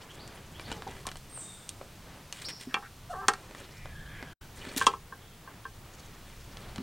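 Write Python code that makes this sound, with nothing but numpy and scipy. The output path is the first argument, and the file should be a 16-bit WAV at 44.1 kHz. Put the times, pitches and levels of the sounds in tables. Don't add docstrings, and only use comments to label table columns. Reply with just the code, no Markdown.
import sys
import numpy as np
from scipy import signal
from scipy.fft import rfft, irfft, next_fast_len
from scipy.io import wavfile
from scipy.ndimage import uniform_filter1d, map_coordinates

SR = 44100
rng = np.random.default_rng(int(sys.argv[2]) if len(sys.argv) > 2 else 0)


def unload_wav(signal):
    wavfile.write(
        sys.argv[1],
        SR,
        np.round(np.clip(np.atleast_2d(signal).T, -1, 1) * 32767).astype(np.int16),
    )


N = 300762


def amp(db):
    return 10 ** (np.asarray(db) / 20)


def unit(x):
    return x / np.sqrt(np.mean(x ** 2) + 1e-20)


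def clock(length):
    return np.arange(int(length * SR)) / SR


def arch(length, skew):
    return np.sin(np.pi * (clock(length) / length) ** skew)


def along(points, hz):
    freqs, values = np.transpose(points)
    return np.interp(np.log(hz + 1), np.log(freqs), values)


def curves(rows):
    times, *columns = np.transpose(rows)
    return [np.interp(np.arange(N) / SR, times, column) for column in columns]


def wobble(rate):
    return map_coordinates(rng.standard_normal(int(N * rate / SR) + 4), [np.arange(N) * rate / SR])


def add(track, s, sound):
    part = track[max(round(s * SR), 0):][:len(sound)]
    part += sound[:len(part)]


def coloured(x, level):
    size = 2 * next_fast_len(x.shape[-1] // 2 + 2048)
    cepstrum = irfft(np.log(amp(level(np.fft.rfftfreq(size, 1 / SR))) + 1e-6))
    cepstrum[1:size // 2] *= 2
    cepstrum[size // 2 + 1:] = 0
    return irfft(rfft(x, size) * np.exp(rfft(cepstrum)))[..., :x.shape[-1]]


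def low_pass(hz, corner_hz):
    return -10 * np.log10(1 + (hz / corner_hz) ** 4)


def high_pass(hz, corner_hz):
    return low_pass(corner_hz, hz + 1)


def ring(modes, t):
    return sum((-1) ** k * amp(db + .5 * rng.standard_normal() - 60 * t / t60)
               * np.sin(2 * np.pi * hz * t) for k, (hz, db, t60) in enumerate(modes))


def burst(t, t60):
    return rng.standard_normal(len(t)) * amp(-60 * t / t60)


def bunched(count, snaps_per_s=7000, bunches_per_s=300):
    position = np.arange(count) * bunches_per_s / SR
    bunch_db = 3.5 * map_coordinates(rng.standard_normal(int(position[-1]) + 2), [position])
    snaps = rng.choice([-1, 1], count) * (rng.random(count) < snaps_per_s / SR)
    return snaps * amp(3 * rng.standard_normal(count) + bunch_db)


def echo(x, decay, length):
    hz, t, spectra = signal.stft(rng.standard_normal(int(length * SR)), SR, nperseg=256)
    tail = signal.istft(spectra * amp(-60 * t / along(decay, hz)[:, None]), SR, nperseg=256)[1]
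    return signal.fftconvolve(x, tail / np.linalg.norm(tail))[:N]


# (frequency [Hz], relative level [dB])
AIR_SPECTRUM = [(24, 26), (40, 8.5), (139, 1), (250, -12.5), (535, -18.5), (1160, -20), (1730, -23.5),
                (3390, -28), (7910, -35.5), (15500, -41)]
# (time [s], foliage [dB], hiss [dB], rumble [dB])
AIR_LEVELS = [(0, -59, -68.5, -60.5), (.8, -61, -65, -61), (4.3, -61, -67, -58.5), (5, -66, -71.5, -60.5),
              (6.82, -62.5, -68, -59.5)]

def forest():
    def air(low_hz, high_hz):
        colour = lambda hz: along(AIR_SPECTRUM, hz) + low_pass(hz, high_hz) + high_pass(hz, low_hz)
        return unit(coloured(rng.standard_normal(N), colour))

    foliage_db, hiss_db, rumble_db = curves(AIR_LEVELS)
    rumble = amp(rumble_db + 3.2 * wobble(2.53)) * air(low_hz=66, high_hz=244)
    leaves = amp(foliage_db + 1.86 * wobble(6.5)) * air(low_hz=256.4, high_hz=3440)
    hiss = amp(hiss_db) * air(low_hz=3400, high_hz=19300)
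    return rumble + leaves + hiss


def whine(start_s=4.41, hz=15660, db=-85):
    t = np.arange(N) / SR
    return amp(db) * (t > start_s) * np.sin(2 * np.pi * hz * t)


def whistle(hz, flutter, octave_db):
    phase = 2 * np.pi * np.cumsum(hz * (1 + flutter * wobble(400)[:len(hz)])) / SR
    return np.sin(phase) + amp(octave_db) * np.sin(2 * phase)


# (time [s], length [s], pitch [Hz], level [dB], hoarseness [share of pitch], octave [dB])
FAR_BIRDS = [(1.41, 0.24, 3684, -58.5, 0.023, -21.5), (3.879, 0.56, 1707, -54.5, 0.05, -9),
             (5.166, .2, 3420, -67.5, 0.034, -17)]

def far_calls(sag_per_s=.2):
    out = np.zeros(N)
    for s, length, hz, db, hoarse, octave_db in FAR_BIRDS:
        pitch = hz * (1 - sag_per_s * clock(length))
        add(out, s, amp(db) * arch(length, skew=0.6) ** .5 * whistle(pitch, hoarse, octave_db))
    return out


# (time [s], pitch [Hz], level [dB], rasp [share of pitch])
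THIN_CALL = [(1.295, 8580, -65, 0.014), (1.344, 9000, -58.5, 0.041), (1.389, 8970, -56, .09),
             (1.445, 8140, -66.5, 0.17)]

def high_call():
    out = np.zeros(N)
    times, *controls = np.transpose(THIN_CALL)
    t = times[0] + clock(times[-1] - times[0])
    pitch, db, rasp = (np.interp(t, times, control) for control in controls)
    pitch *= 1 - rasp * np.abs(wobble(700)[:len(t)])
    add(out, times[0], amp(db) * np.sin(2 * np.pi * np.cumsum(pitch) / SR))
    return out


# (time [s], top pitch [Hz], level [dB])
BIRD_CHIRPS = [(.086, 3470, -62), (.186, 4850, -61.5), (.538, 3530, -61.5), (.635, 4700, -64),
               (2.442, 5630, -49)]

def chirps(length=0.043, sweep=.4):
    direct, scattered = np.zeros(N), np.zeros(N)
    nearest_db = max(db for *_, db in BIRD_CHIRPS)
    for s, top_hz, db in BIRD_CHIRPS:
        pitch = top_hz * (1 - sweep * (1 - clock(length) / length) ** 4)
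        chirp = amp(db) * arch(length, skew=0.63) * whistle(pitch, flutter=0.007, octave_db=-42)
        direct_share = amp(0.22 * (db - nearest_db))
        add(direct, s, direct_share * chirp)
        add(scattered, s, (1 - direct_share) * chirp)
    return direct, scattered


# (frequency [Hz], t60 [s])
NEAR_DECAY = [(200, 0.18), (1500, 0.11), (5000, 0.0876), (12000, 0.014)]
# (frequency [Hz], t60 [s])
TREE_DECAY = [(300, 0.28), (3500, 0.41), (9000, 0.97)]

def birds(trunks_db=8.5):
    song, scattered = chirps()
    song += high_call()
    far = amp(trunks_db) * (song + scattered) + far_calls()
    return song + echo(song, NEAR_DECAY, length=.5) + echo(far, TREE_DECAY, length=1)


# (time [s], length [s], level [dB])
LEAF_SWISHES = [(3.688, 0.27, -61.5), (4.076, 0.22, -59.5)]

def swishes(centre_hz=2150, half_width_octaves=0.2):
    out = np.zeros(N)
    band = lambda hz: low_pass(np.log2((hz + 1) / centre_hz), half_width_octaves)
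    for s, length, db in LEAF_SWISHES:
        swell = arch(length, skew=0.96)
        hush = coloured(rng.standard_normal(len(swell)), band)
        add(out, s, amp(db) * unit(hush) * swell)
    return out


# (time [s], level [dB])
BODY_THUMPS = [(2.672, -40.5), (4.226, -49), (4.669, -43), (4.765, -36), (6.785, -38.5), (6.801, -41.5)]

def thumps(pitch_hz=261, attack_s=0.00033):
    out, t = np.zeros(N), clock(.15)
    for s, db in BODY_THUMPS:
        hz = pitch_hz * (1 + 0.11 * rng.standard_normal())
        push = ring([(hz, 0, .07), (hz * 1.62, -10, .05)], t)
        add(out, s, amp(db) * push * (1 - np.exp(-t / attack_s)))
    return out


# (frequency [Hz], relative level [dB])
SHELL_SPECTRUM = [(150, 2.5), (450, 7), (1100, 0.5), (2000, 7), (3300, 2.5), (6000, -7.5), (9000, -3),
                  (11000, -21.5), (16000, -20.5)]

def rub(swell, db, tilt_db):
    colour = lambda hz: along(SHELL_SPECTRUM, hz) + tilt_db * np.log2((hz + 50) / 2000)
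    rasp = coloured(bunched(len(swell)), colour)
    return amp(db) * unit(rasp) * unit(swell)


# (time [s], length [s], level [dB], tilt [dB/octave])
HANDLING_SPELLS = [(0, 1.02, -64.5, -4), (2.339, 0.13, -59.5, 3), (3.49, 0.28, -61, -2.5),
                   (4.545, 0.41, -57.5, -1.5), (5.602, 1.23, -73, -0.5)]

def handling(ticks_per_s=26, tick_hz=4880, tick_s=.035, ring_cycles=7.5):
    out, clump = np.zeros(N), arch(tick_s, skew=1)
    for s, length, db, tilt_db in HANDLING_SPELLS:
        swell = arch(length, skew=0.84) ** .5
        add(out, s, rub(swell * amp(3 * wobble(16)[:len(swell)]), db, tilt_db))
        for when, octaves, size in rng.uniform(-1, 1, (int(length * ticks_per_s), 3)):
            hz = tick_hz * 2 ** octaves
            catches = clump * bunched(len(clump))
            tick = signal.fftconvolve(catches, ring([(hz, 0, ring_cycles / hz)], clock(tick_s)))
            tick_db = -39 + db / 2 + 4.5 * size
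            add(out, s + length * (1 + when) / 2, amp(tick_db) * unit(tick))
    return out


# (time [s], length [s], level [dB], tilt [dB/octave])
FIRM_STROKES = [(0.677, 0.11, -51.5, -3), (0.88, 0.21, -60, -2.5), (1.069, 0.032, -55, 0),
                (2.416, 0.026, -54, 3), (2.485, 0.032, -48, 2), (2.598, 0.069, -56.5, 3),
                (4.796, 0.072, -50.5, 2)]

def scrapes():
    out = np.zeros(N)
    for s, length, db, tilt_db in FIRM_STROKES:
        add(out, s, rub(arch(length, skew=0.32), db, tilt_db))
    return out


# (time [s], level [dB], brightness [dB], from hollow below 0 to sharp above)
SHELL_CLICKS = [(0.277, -39, 8), (.597, -31, -4), (0.717, -25.5, 1), (.726, -30, 1), (.822, -31, -3),
                (0.877, -36, -3), (.912, -42, 8), (1.068, -26.5, 16.5), (1.07, -29, -11.5), (1.089, -31, 0),
                (1.116, -32.5, 2.5), (1.157, -35, 0.5), (1.17, -39, 15), (1.376, -37, -6), (1.692, -26, 17),
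                (1.813, -30.5, -13.5), (2.326, -26.5, 8.5), (3.511, -37.5, -3), (3.549, -34, -3),
                (3.857, -32, -4.5), (4.227, -30, -6.5), (4.764, -30, 16), (4.796, -31, 12),
                (4.824, -27.5, 4), (4.862, -38.5, 12), (6.571, -37, 3), (6.76, -35, 2), (6.782, -34.5, -1)]

def clicks(ping_hz=2420, ping_db=8, ping_width_octaves=0.12):
    out, t = np.zeros(N), clock(.06)
    for s, db, bright_db in SHELL_CLICKS:
        snap = burst(t, t60=0.0076) + 0.23 * burst(t, t60=0.05)
        snap[0] += 4
        hollow_db, sharp_db = -13 - bright_db, -15.5 + bright_db
        colour = [(150, hollow_db), (600, hollow_db + 14.5), (2500, -4),
                  (8800, sharp_db), (15000, sharp_db - 23)]
        own_hz = ping_hz * 2 ** (0.45 * rng.standard_normal())
        ping = lambda hz: ping_db * np.exp(-(np.log2((hz + 1) / own_hz) / ping_width_octaves) ** 2)
        click = coloured(snap, lambda hz: along(colour, hz) + ping(hz))
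        add(out, s, amp(db + 8.5) * click / np.linalg.norm(click))
    return out


# (frequency [Hz], t60 [s], rim [dB], middle [dB], flank [dB])
BOARD_MODES = [(221, 0.094, -20.5, -34, -29), (396.5, 0.11, -20.5, -25, -28),
               (466.3, 0.16, -12.5, -23, -19), (750.8, 0.13, -15.5, -58, -40), (818, 0.14, -7, -22, -23.5),
               (907, 0.015, 0.5, -6, -13), (1067, 0.072, -2, -3.5, -4), (1174, 0.1, -5.5, -14, -19),
               (1312, 0.12, -7, -16.5, -27), (1578, 0.076, -6, -24, -6), (1776, 0.048, -7, -30, -14),
               (2684, 0.036, -18, -12.5, -19), (3300, 0.033, -25.5, -16, -20)]

def board_modes(place, soft_hz, ring_share=1):
    column = {"rim": 0, "middle": 1, "flank": 2}[place]
    return [(hz, levels[column] + low_pass(hz, soft_hz), t60 * ring_share)
            for hz, t60, *levels in BOARD_MODES]


# (time [s], level [dB])
LEG_BUMPS = [(.757, -58.5), (.866, -52.5)]

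def leg_taps():
    out, t = np.zeros(N), clock(.1)
    for s, db in LEG_BUMPS:
        wood = ring(board_modes("middle", soft_hz=1400, ring_share=.22)[:5], t)
        scuff = signal.fftconvolve(burst(t, t60=0.16), wood)[:len(t)]
        add(out, s, amp(db) * unit(scuff))
    return out


# (time [s], place, level [dB])
SOFT_BLOWS = [(1.053, "middle", -40), (1.076, "middle", -37), (2.765, "rim", -35.5), (2.824, "rim", -47.5),
              (4.936, "middle", -31)]

def dull_knocks():
    out, t = np.zeros(N), clock(.5)
    for s, place, db in SOFT_BLOWS:
        add(out, s, amp(db) * ring(board_modes(place, soft_hz=1400), t))
    return out


# (frequency [Hz], gain [dB])
CRACK_SPECTRUM = [(100, -21.5), (300, 3), (900, -12.5), (2800, -2.5), (6500, -3.5), (9400, -3),
                  (11000, -19), (16000, -17)]

def crack(t, soft_hz, buzz_db):
    contact = burst(t, t60=0.0098) + amp(buzz_db) * burst(t, t60=0.051)
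    return coloured(contact, lambda hz: along(CRACK_SPECTRUM, hz) + low_pass(hz, soft_hz))


# (frequency [Hz], t60 [s], lifted [dB], lowered [dB])
PLATE_MODES = [(1362, 0.085, -23, -5.5), (1516, 0.055, -22.5, -11.5), (1634, 0.034, -25, -5),
               (1874, .075, -17, -7), (2170, 0.083, -24, -14), (2360, 0.062, -16, -18.5),
               (2603, 0.045, -14, -12), (2730, 0.057, -12.5, -18), (3304, 0.012, -4.5, -23),
               (4420, 0.035, -22.5, -12)]

def plate_modes(grip):
    return [(hz, lifted if grip == "lifted" else lowered, t60)
            for hz, t60, lifted, lowered in PLATE_MODES]


# (time [s], length [s], level [dB])
PLATE_DRAGS = [(2.683, 0.078, -62), (2.824, 0.054, -60.5)]

def grating(soft_hz=1900):
    out = np.zeros(N)
    modes = [(hz, db + low_pass(hz, soft_hz), t60) for hz, db, t60 in plate_modes("lowered")]
    for s, length, db in PLATE_DRAGS:
        swell = arch(length, skew=1)
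        catches = swell * bunched(len(swell))
        add(out, s, amp(db) * unit(signal.fftconvolve(catches, ring(modes, clock(length)))))
    return out


# (time [s], rate [slips/s])
PLATE_SLIPS = [(3.086, 690), (3.12, 730), (3.136, 540), (3.152, 362), (3.21, 402), (3.222, 133),
               (3.272, 124)]

def squeak(squeal_db=-37, creak_db=-47.5, attack_s=0.0213, release_s=0.02):
    rate, = curves(PLATE_SLIPS)
    t = np.arange(N) / SR
    start, end = PLATE_SLIPS[0][0], PLATE_SLIPS[-1][0]
    sliding = np.clip(np.minimum((t - start) / attack_s, (end - t) / release_s), 0, 1) ** 2
    cycles = np.cumsum(rate * (1 + 0.012 * wobble(200))) / SR
    slips = np.diff(np.floor(cycles), prepend=0) * (sliding > 0)
    creak = signal.fftconvolve(slips, ring(board_modes("rim", soft_hz=1500), clock(0.12)))[:N]
    creak /= np.sqrt(np.abs(uniform_filter1d(creak ** 2, size=700)) + 1e-3)
    ticks = coloured(slips, lambda hz: along(CRACK_SPECTRUM, hz))
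    scratch = amp(-24.5) * unit(ticks) * np.sqrt(sliding.mean())
    squeal = np.sqrt(2) * np.sin(2 * np.pi * cycles)
    merged = np.clip(rate / 400 - 1, 0, .8)
    db = creak_db + (squeal_db - creak_db) * merged
    return amp(db) * sliding * ((1 - merged) * creak + merged * squeal + scratch)


# (time [s], grip, board [dB], plate [dB], softness corner [Hz])
PLATE_BLOWS = [(2.742, "lifted", -32.5, -18.5, 3960), (3.283, "lowered", -22.5, -23, 11520),
               (3.336, "lowered", -44.5, -39, 11000)]

def plate_knocks(crack_db=12.5):
    out, t = np.zeros(N), clock(.5)
    for s, grip, board_db, plate_db, soft_hz in PLATE_BLOWS:
        wood = ring(board_modes("rim", soft_hz, ring_share=0.82), t)
        contact = amp(crack_db) * crack(t, soft_hz, buzz_db=-12.5)
        plate = ring(plate_modes(grip), t)
        add(out, s, amp(board_db) * (wood + contact) + amp(plate_db) * plate)
    return out


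def crunch(start_s=4.771, length=0.026, db=-41):
    out, swell = np.zeros(N), arch(length, skew=0.35)
    splinters = coloured(swell * bunched(len(swell)), lambda hz: high_pass(hz, 1190) + low_pass(hz, 9600))
    add(out, start_s, amp(db) * unit(splinters))
    return out


# (time [s], place, level [dB])
KNIFE_CHOPS = [(4.813, "flank", -24.5), (4.867, "middle", -14), (5.124, "flank", -40.5),
               (5.475, "flank", -43.5), (5.653, "flank", -37.5)]

def chops():
    out, t = np.zeros(N), clock(.5)
    for s, place, db in KNIFE_CHOPS:
        soft_hz = 16900 * amp(0.47 * db)
        crack_db = 5 + 1.36 * db
        wood = ring(board_modes(place, soft_hz), t)
        add(out, s, amp(db) * wood + amp(crack_db) * crack(t, soft_hz, buzz_db=-8.5))
    return out


def scene():
    close = plate_knocks() + chops() + dull_knocks() + squeak() + grating() + clicks() + scrapes()
    close += crunch() + leg_taps() + handling() + swishes() + thumps()
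    ground = amp(-11.5) * echo(close, NEAR_DECAY, length=.5)
    trunks = amp(-25.5) * echo(close, TREE_DECAY, length=1)
    mono = close + ground + trunks + birds() + forest() + whine()
    return mono + amp(-70) * rng.standard_normal((2, N))


# (time [s], gain [dB])
GAIN_WITH_DROPOUT = [(4.33, 7), (4.345, -37.5), (4.37, -47.5), (4.402, -61), (4.413, 9)]
TOP_HZ = 16000

def record(dry):
    size = next_fast_len(N + SR // 2)
    gain_db, = curves(GAIN_WITH_DROPOUT)
    passband = np.fft.rfftfreq(size, 1 / SR) < TOP_HZ
    return irfft(rfft(dry * amp(gain_db), size) * passband, size)[:, :N]


dry = scene()
out = record(dry)
unload_wav(out)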